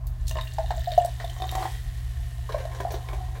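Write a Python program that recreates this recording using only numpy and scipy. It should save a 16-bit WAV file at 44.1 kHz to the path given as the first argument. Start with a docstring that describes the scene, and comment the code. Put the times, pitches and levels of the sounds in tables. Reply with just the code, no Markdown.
"""Fizzy juice poured from a can

Juice gushes into a glass in a small room in two spells of gulps, splashes and droplets; foam fizzes on.
Bubbles and blobs are damped sines, splashes and spits are noise puffs, and dense grains make foam and jet.
Resonant filters stand for the air in the glass and for the can, which knock lightly together twice.
An appliance hums, the building rumbles underneath and a faint hiss lies over all."""
import sys
import numpy as np
from scipy import signal
from scipy.fft import rfft, irfft, next_fast_len
from scipy.io import wavfile

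SR = 44100
rng = np.random.default_rng(int(sys.argv[2]) if len(sys.argv) > 2 else 0)


def to_wav(sig):
    """Store sig (one row per channel, or 1-D mono) as 16-bit WAV at the path in sys.argv[1].

    Samples outside -1..1 are clipped; the rate is SR.
    """
    pcm = np.clip(np.atleast_2d(sig), -1, 1) * 32767
    pcm = np.round(pcm).astype(np.int16)
    wavfile.write(sys.argv[1], SR, pcm.T)  # frames by channels


N = 149940  # length in samples

# Lowest note of the air in the glass. Each row: time in seconds, frequency in Hz.
GLASS_NOTE = [(.4, 639), (.75, 667), (1.0, 684), (1.35, 722), (1.55, 754), (1.66, 774), (1.9, 696),
              (2.4, 681), (3.0, 697), (3.4, 750)]


def amp(db):
    """A level in decibels is 20 times the logarithm of an amplitude ratio."""
    return 10 ** (np.asarray(db) / 20)


def unit(x):
    """Dividing by the root mean square leaves a signal of unit power."""
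    return x / np.sqrt(np.mean(x ** 2) + 1e-20)


def along(points, hz):
    """Values given at a few frequencies are interpolated on a logarithmic frequency axis."""
    f, values = np.transpose(points)
    return np.interp(np.log(hz + 1), np.log(f), values)


def gains(rows):
    """Levels interpolated linearly in dB become one gain per sample for each column after the time."""
    s, *columns = np.transpose(rows)
    t = np.arange(N) / SR
    return [amp(np.interp(t, s, levels)) for levels in columns]


def add(out, s, sound):
    """Superposition: a sound is summed into the mix from the given second on."""
    part = out[max(0, round(s * SR)):][:len(sound)]
    part += sound[:len(part)]


def coloured(x, points, resonances=()):
    """Minimum-phase filter of unit power, from a broad colour and resonances (Hz, width Hz, dB)."""
    m = 2 * next_fast_len(N // 2 + 8192)
    hz = np.fft.rfftfreq(m, 1 / SR)
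    peaks = sum(amp(db) ** 2 / (1 + (2 * (hz - f) / width) ** 2) for f, width, db in resonances)
    magnitude = unit(amp(along(points, hz)) * np.sqrt(1 + peaks))
    # Folding the cepstrum onto positive times makes the response causal.
    cepstrum = irfft(np.log(magnitude))
    cepstrum[1:m // 2] *= 2
    cepstrum[m // 2 + 1:] = 0
    return irfft(rfft(x, m) * np.exp(rfft(cepstrum)), m)[:N]


def grains(per_s, low_hz, high_hz, cycles, spread_db, size):
    """Many tiny bubbles at random times, each a sine decaying by 1/e in the given cycles, sum to rms 1."""
    when, pitch, strength = rng.random((int(per_s * N / SR), 3)).T[:, :, None]
    k = np.arange(size)
    turns = low_hz * (min(high_hz, SR / 2) / low_hz) ** pitch * k / SR
    waves = amp(spread_db * strength ** 2) * np.sin(2 * np.pi * turns) * np.exp(-turns / cycles)
    samples = (when * N).astype(int) + k
    return unit(np.bincount(samples.ravel(), waves.ravel(), N)[:N])


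def bursts(rows, rise_s, ripple_db, size=40):
    """Turbulent puffs, rows (s, dB, t60[, brightest Hz]): decaying noise with a random spectral ripple."""
    peak_db, peak_width_oct = 8, .35
    out, t = np.zeros(N), np.arange(SR // 4) / SR
    hz = np.fft.rfftfreq(len(t), 1 / SR) + 1
    places = np.linspace(0, size - 1, len(hz))
    for s, db, t60, *peaks in rows:
        colour = ripple_db * np.interp(places, np.arange(size), rng.standard_normal(size))
        colour += sum(peak_db / (1 + (np.log2(hz / f) / peak_width_oct) ** 2) for f in peaks)
        noise = unit(irfft(rfft(rng.standard_normal(len(t))) * amp(colour), len(t)))
        envelope = np.minimum(t / rise_s, 1) * np.exp(-np.log(1000) * t / t60)
        add(out, s, amp(db) * envelope * noise)
    return out


def ring(hz, t60):
    """A damped mode is a sine whose amplitude falls 60 dB in t60 seconds."""
    t = np.arange(SR // 4) / SR
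    return np.sin(2 * np.pi * hz * t) * np.exp(-np.log(1000) * t / t60)


def air_modes(note_hz):
    """Modes (Hz, width Hz, dB) of an air column follow its lowest note, each to its own degree."""
    rest_hz = 700.4  # note at which the modes have their listed frequencies
    # Modes of the air in the glass. Each row: frequency in Hz, width in Hz, level in dB over the open
    # sound, share of the note's relative shift that is followed (exponent).
    air_column = [(387, 57, 0.5, 0.098), (700.8, 29.6, 17.5, 0.86), (933, 20, 1.5, 0.027), (1053, 49, 8, 0),
                  (1852, 133, 9.5, 0.42), (3015, 72, 4.5, 0.65), (3680, 63, 1, 0)]
    return [(hz * (note_hz / rest_hz) ** follow, width, db) for hz, width, db, follow in air_column]


def in_glass(x, colour, count=4):
    """Resonance of an air column: crossfaded filters follow the note as fill and tilt move it."""
    s, note = np.transpose(GLASS_NOTE)
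    position = (note - note.min()) / np.ptp(note) * (count - 1)
    place = np.interp(np.arange(N) / SR, s, position)
    out = np.zeros(N)
    for k, hz in enumerate(np.linspace(note.min(), note.max(), count)):
        share = np.maximum(0, 1 - np.abs(place - k))
        out += coloured(x * share, colour, air_modes(hz))
    return out


def hiss():
    """Stationary broadband noise is white noise shaped by a fixed spectrum."""
    # Spectrum of the hiss. Each row: frequency in Hz, relative level in dB.
    hiss_colour = [(100, -3), (300, 6.5), (650, -13), (1200, 6.5), (3000, -2.5), (8000, -8.5), (16000, -9)]
    return amp(-64) * unit(coloured(rng.standard_normal(N), hiss_colour))  # rms dB


def rumble():
    """Building rumble is low-frequency noise whose level sways slowly."""
    # Spectrum of the rumble. Each row: frequency in Hz, relative level in dB.
    rumble_colour = [(25, -46.5), (33, -17.5), (41, -0.5), (55, 2.5), (68, 1), (80, -7.5), (100, -21),
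                     (140, -22.5), (175, -30), (250, -39.5), (2000, -110)]
    # Sway of the rumble. Each row: time in seconds, rms level in dB.
    rumble_level = [(0, -30), (.17, -32), (.23, -25.5), (.45, -30), (.55, -32), (.74, -28), (.83, -32.5),
                    (1.5, -33), (1.85, -30), (2.1, -33.5), (2.3, -31.5), (2.45, -34), (3.4, -33.5)]
    level, = gains(rumble_level)
    return level * unit(coloured(rng.standard_normal(N), rumble_colour))


def hum():
    """Mains-driven vibration of an appliance is a steady pure tone."""
    hum_hz, hum_db = 119.6, -38  # rms level
    return amp(hum_db) * np.sqrt(2) * np.sin(2 * np.pi * hum_hz * np.arange(N) / SR)


def room(x, count=12):
    """Reverberation is convolution with decaying noise; several random tails crossfade evenly in turn."""
    wall_delay_s = .006
    # Decay of the room. Each row: frequency in Hz, time to fall 60 dB in seconds.
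    room_t60 = [(200, 0.21), (800, 0.19), (3000, 0.17), (14000, 0.2)]
    out = np.zeros(N)
    for k in range(count):
        hz, t, spectrum = signal.stft(rng.standard_normal(SR // 2), SR, nperseg=256)
        decay = np.exp(-np.log(1000) * t / along(room_t60, hz)[:, None])
        tail = signal.istft(spectrum * decay, SR, nperseg=256)[1]
        share = np.maximum(0, 1 - np.abs(np.linspace(0, count - 1, N) - k))
        echo = signal.fftconvolve(x * np.sqrt(share), tail / np.linalg.norm(tail))
        add(out, wall_delay_s, echo)
    return out


def knocks():
    """Impact of can and glass excites a set of modes that die away quickly."""
    # Light knocks. Each row: start in seconds, level in dB.
    knock_times = [(2.802, -30), (3.132, -32)]
    # Modes of the struck bodies. Each row: frequency in Hz, relative level in dB, 60 dB decay in seconds.
    knock_modes = [(334, -30, 0.1), (393, -3.5, 0.12), (630, -6, 0.082), (867, -13, 0.062), (996, 1, 0.052),
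                   (1505, -20, 0.048), (2262, -18, 0.064), (3260, -13, 0.027)]
    scatter_db = 1.5
    out = np.zeros(N)
    for s, db in knock_times:
        for hz, level, t60 in knock_modes:
            gain = amp(db + level + rng.normal(0, scatter_db))
            add(out, s, gain * ring(hz, t60))
    return out


def foam():
    """Foam is a dense shower of fizz, bursts and trickle grains, coloured by the air in the glass."""
    # Foam activity. Each row: time in seconds, fine fizz level in dB, bursting bubbles level in dB.
    foam_level = [(0, -72, -88), (.22, -60.5, -65), (.32, -61, -56), (.45, -54, -55.5), (.7, -55, -55.5),
                  (.95, -54.5, -48.5), (1.2, -52.5, -59), (1.5, -52, -53.5), (1.59, -44, -55),
                  (1.75, -47, -57), (1.83, -52, -66), (2.35, -53.5, -91), (2.56, -53.5, -88),
                  (2.8, -53.5, -61), (3.1, -53, -64), (3.4, -55.5, -71)]
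    # Spectra of fizz, bursts and trickle. Each row: frequency in Hz, relative level in dB.
    fizz_colour = [(200, -11.5), (400, 4.5), (700, 0), (1200, -2.5), (1800, 4), (2600, 1), (3400, 3.5),
                   (5000, 0.5), (8000, 3), (12000, 4.5), (16000, 1)]
    pop_colour = [(400, -16), (1500, -3), (2500, 3.5), (3700, 6.5), (5200, -7), (7500, 3), (11000, -11.5),
                  (16000, 8)]
    trickle_colour = [(900, -7), (1800, 0.5), (2550, -11), (2900, 0.5), (3700, 6.5), (5200, -1),
                      (8000, -3.5), (12000, -4)]
    trickle_db = -0.5  # against the bursting bubbles
    fine, coarse = gains(foam_level)
    fizz = grains(per_s=4000, low_hz=2970, high_hz=15900, cycles=0.3, spread_db=-4.5, size=48)
    pops = grains(per_s=450, low_hz=3800, high_hz=16000, cycles=3, spread_db=18, size=200)
    trickle = grains(per_s=900, low_hz=1497, high_hz=8900, cycles=3, spread_db=10, size=500)
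    bubbles = unit(in_glass(pops, pop_colour))
    bubbles += amp(trickle_db) * unit(in_glass(trickle, trickle_colour))
    return fine * unit(in_glass(fizz, fizz_colour)) + coarse * bubbles


def spits():
    """Spray spat from the foam is a puff of noise with a prominent high band."""
    # Sharp spits. Each row: start in seconds, level in dB, 60 dB decay in seconds, brightest band in Hz.
    spit_times = [(.068, -40.5, 0.06, 12000), (.268, -42, .07, 4100), (.279, -29.5, 0.041, 6650),
                  (.293, -31, .03, 6000), (.311, -29, 0.014, 5500), (.411, -43, 0.029, 4240),
                  (.535, -39.5, 0.032, 8100), (.706, -43, 0.018, 4500), (.918, -47, 0.028, 4170),
                  (.977, -36.5, 0.036, 6200), (1.047, -32, 0.024, 8100), (1.057, -34, 0.035, 9500),
                  (1.245, -42, 0.033, 4000), (1.298, -40.5, 0.027, 6000), (1.513, -28.5, 0.017, 10600),
                  (1.552, -31, 0.03, 6800), (2.803, -43.5, 0.078, 5740), (2.918, -39, 0.088, 14300)]
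    # Spectrum of the spits. Each row: frequency in Hz, relative level in dB.
    spit_colour = [(300, -22), (2000, -13), (4000, 2.5), (9000, -1.5), (15500, -1.5)]
    return coloured(bursts(spit_times, rise_s=0.0021, ripple_db=2.5), spit_colour)


def droplets():
    """Impact and bubble resonance: a droplet's tap rings the glass air and leaves a small ringing bubble."""
    # Small droplets. Each row: start in seconds, peak level in dB, bubble pitch in Hz.
    drops = [(0.311, -35, 2820), (.371, -33.5, 2870), (.386, -39, 3770), (0.411, -28.5, 3750),
             (0.473, -35.5, 2800), (.918, -27.5, 3710), (1, -35, 2890), (1.246, -33, 3580),
             (1.297, -36.5, 3170), (1.421, -28.5, 3610), (1.492, -28.5, 3720), (3.087, -35, 2230)]
    # Spectrum of the taps. Each row: frequency in Hz, relative level in dB.
    tap_colour = [(600, -24), (1900, -4.5), (3700, 3), (6000, -10), (15000, -13)]
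    ring_t60_s, tap_db, tap_t60_s = 0.028, -7.5, 0.03  # tap level is against the ring
    tap_rows = [(s, db + tap_db, tap_t60_s) for s, db, hz in drops]
    out = in_glass(bursts(tap_rows, rise_s=0.00027, ripple_db=5), tap_colour)
    for s, db, hz in drops:
        add(out, s, amp(db) * ring(hz, ring_t60_s))
    return out


def glugs():
    """Cavity resonance: air gulped into the can sloshes its contents and sprays at the mouth."""
    # Gulps of air. Each row: start in seconds, slosh level in dB, spray level in dB, 60 dB decay in seconds.
    glug_times = [(2.492, -37, -49, 0.14), (2.52, -37.5, -43, 0.12), (2.543, -41, -51, 0.23),
                  (2.582, -37, -45.5, 0.11), (2.6, -40.5, -50.5, 0.16), (2.651, -46, -47.5, 0.094),
                  (2.714, -41, -64, 0.22), (2.747, -38.5, -47, 0.13), (2.802, -30.5, -43, 0.067),
                  (2.904, -36.5, -42, 0.12), (2.939, -37.5, -44, 0.14), (3.086, -39.5, -60, 0.1),
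                  (3.13, -36.5, -47.5, 0.12), (3.352, -40, -58, 0.17)]
    # Spectra of the hollow can and the swish at its mouth. Each row: frequency in Hz, relative level in dB.
    can_colour = [(200, -23), (400, 2.5), (620, 7.5), (820, -2), (1050, 5), (1280, -13), (1620, 2),
                  (1950, -8.5), (2300, -5), (2900, -18.5), (9000, -35)]
    swish_colour = [(400, -27), (1600, -5), (2800, -2), (3900, 5.5), (4900, -4), (5800, 2.5), (8500, -10),
                    (15000, -15)]
    slosh = bursts([(s, db, t60) for s, db, _, t60 in glug_times], rise_s=0.0019, ripple_db=2.5)
    spray = bursts([(s, db, t60) for s, _, db, t60 in glug_times], rise_s=0.0027, ripple_db=3)
    return coloured(slosh, can_colour) + coloured(spray, swish_colour)


def splashes():
    """Liquid slapping in the glass is a noise puff filtered by the resonant air."""
    # Slaps of liquid. Each row: start in seconds, level in dB, 60 dB decay in seconds.
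    splash_times = [(.386, -33, 0.06), (.584, -27, 0.024), (.706, -30.5, 0.079), (1.2, -35, 0.17),
                    (1.552, -30, 0.037), (1.627, -28, 0.032), (1.653, -34, 0.066)]
    # Spectrum of the splashes. Each row: frequency in Hz, relative level in dB.
    splash_colour = [(100, -16), (250, -28), (380, -12.5), (520, -8), (700, -3.5), (850, -9.5),
                     (1050, -4.5), (1350, -5), (1750, -4), (2250, -9.5), (2700, -15), (4000, -11),
                     (8000, -24), (16000, -50)]
    return in_glass(bursts(splash_times, rise_s=0.0012, ripple_db=2.0), splash_colour)


def stream():
    """Air entrainment: the jet churns up a crowd of bubbles that ring through the air in the glass."""
    # Strength of the stream. Each row: time in seconds, rms level in dB.
    flow_level = [(0, -55), (.27, -62.5), (.36, -58), (.5, -58.5), (.8, -55.5), (1.05, -48.5), (1.15, -58),
                  (1.38, -52.5), (1.44, -38.5), (1.51, -47), (1.57, -36), (1.66, -34.5), (1.715, -63),
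                  (2.46, -59), (2.55, -49.5), (2.83, -49.5), (2.93, -44), (3.02, -48), (3.15, -45),
                  (3.25, -49.5), (3.4, -52.5)]
    # Spectrum of the stream. Each row: frequency in Hz, relative level in dB.
    stream_colour = [(150, -36), (270, -22), (350, -3), (520, -11.5), (720, 2), (950, 2), (1300, -0.5),
                     (1900, -9), (2700, -11), (5000, -36), (12000, -66)]
    flow, = gains(flow_level)
    churn = grains(per_s=1100, low_hz=301.4, high_hz=2430, cycles=4.0, spread_db=10.0, size=2400)
    return flow * unit(in_glass(churn, stream_colour))


def plops():
    """Impulse excitation: a blob striking the surface rings all modes of the air in the glass at once."""
    # Blobs of liquid. Each row: start in seconds, level in dB, brightness in dB per octave.
    blobs = [(.311, -32, 1.5), (.356, -23.5, -3.5), (.369, -25, -0.5), (.385, -40, 6), (.661, -42, 5),
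             (.706, -31.5, 2.5), (.977, -26, -1.5), (1.2, -31.5, 1), (1.365, -36, 2), (1.401, -29.5, -1),
             (1.421, -24, -4), (1.441, -26.5, 1), (1.491, -44, 9.5), (1.524, -28.5, -5),
             (1.552, -20.5, -1.5), (1.594, -28, -3), (1.622, -27, -7), (1.628, -24, -5), (1.653, -27.5, -2),
             (1.667, -35.5, -6)]
    scatter_db = 2
    plop_low_hz = 560  # the high-pass keeps the plops free of low thump
    out = np.zeros(N)
    for s, db, brightness_db in blobs:
        note = np.interp(s, *np.transpose(GLASS_NOTE))
        modes = air_modes(note)
        top = max(level for hz, width, level in modes)
        for hz, width, level in modes:
            tilt_db = brightness_db * np.log2(hz / note)
            gain = amp(db + level - top + tilt_db + rng.normal(0, scatter_db))
            t60 = np.log(1000) / (np.pi * width)  # a wider resonance decays faster
            add(out, s, gain * ring(hz, t60))
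    highpass = signal.butter(N=2, Wn=plop_low_hz, btype="highpass", fs=SR, output="sos")
    return signal.sosfilt(highpass, out)


def gulps():
    """Bubble resonance: large bubbles swell and ring, mostly near the pitch of the air in the glass."""
    # Big air bubbles. Each row: start in seconds, peak level in dB, pitch in Hz, rise in seconds,
    # fade in seconds (to 1/e).
    big_bubbles = [(.376, -33, 940, 0.003, 0.0085), (.385, -28, 1038, 0.0015, 0.012),
                   (.583, -17, 797, 0.0031, 0.0026), (.587, -23.5, 657, 0.0052, 0.019),
                   (.64, -30.5, 707, 0.0069, 0.0039), (.705, -18.5, 817, 0.0025, 0.0032),
                   (.711, -22.5, 682, 0.0023, 0.0094), (.772, -31.5, 663, 0.0053, 0.026),
                   (.871, -20, 696, 0.006, 0.015), (.918, -28, 640, 0.0041, 0.021),
                   (.976, -4, 681.5, 0.0059, 0.007), (.992, -20, 692, 0.003, 0.018),
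                   (1.047, -18, 671, 0.0036, 0.0064), (1.242, -25.5, 692, 0.0015, 0.011),
                   (1.566, -27, 744, 0.0055, 0.032), (1.652, -22, 832, 0.0034, 0.0029),
                   (2.49, -29, 1060, 0.0025, 0.0044), (2.498, -36.5, 449, 0.0042, 0.012),
                   (2.543, -17, 611, 0.0051, 0.0044), (2.544, -29, 1047, 0.0029, 0.0054),
                   (2.558, -28, 596, 0.0036, 0.022), (2.594, -36.5, 532, 0.0044, 0.017),
                   (2.65, -25, 660, 0.0044, 0.0058), (2.85, -19, 704, 0.0014, 0.0087),
                   (2.866, -30.5, 786, 0.0026, 0.02), (2.917, -27, 670, 0.0034, 0.0056),
                   (2.937, -28, 696, .005, 0.015), (2.939, -27.5, 378.6, 0.0052, 0.0062)]
    fade_shape = 1.64  # exponent that curves the fade
    glide_per_s = 0.079  # relative rise of pitch
    out, t = np.zeros(N), np.arange(SR // 5) / SR
    for s, db, hz, rise, fade in big_bubbles:
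        swell = np.sin(np.pi / 2 * np.minimum(t / rise, 1)) ** 2
        decay = np.exp(-(np.maximum(t - rise, 0) / fade) ** fade_shape)
        tone = np.sin(2 * np.pi * hz * (t + glide_per_s * t ** 2 / 2))
        add(out, s, amp(db) * swell * decay * tone)
    return out


def scene():
    """Direct sound, reverberation and background superpose linearly."""
    pour = knocks() + foam() + spits() + droplets() + glugs()
    pour += splashes() + stream() + plops() + gulps()
    background = hum() + rumble() + hiss()
    return (pour + amp(-7) * room(pour) + background)[None]  # room gain in dB


def record(dry):
    """Band limiting: spectral components at and above 16 kHz are removed."""
    m = next_fast_len(N + 8192)
    passband = np.fft.rfftfreq(m, 1 / SR) < 16000
    return irfft(rfft(dry, m) * passband, m)[..., :N]


dry = scene()
out = record(dry)
to_wav(out)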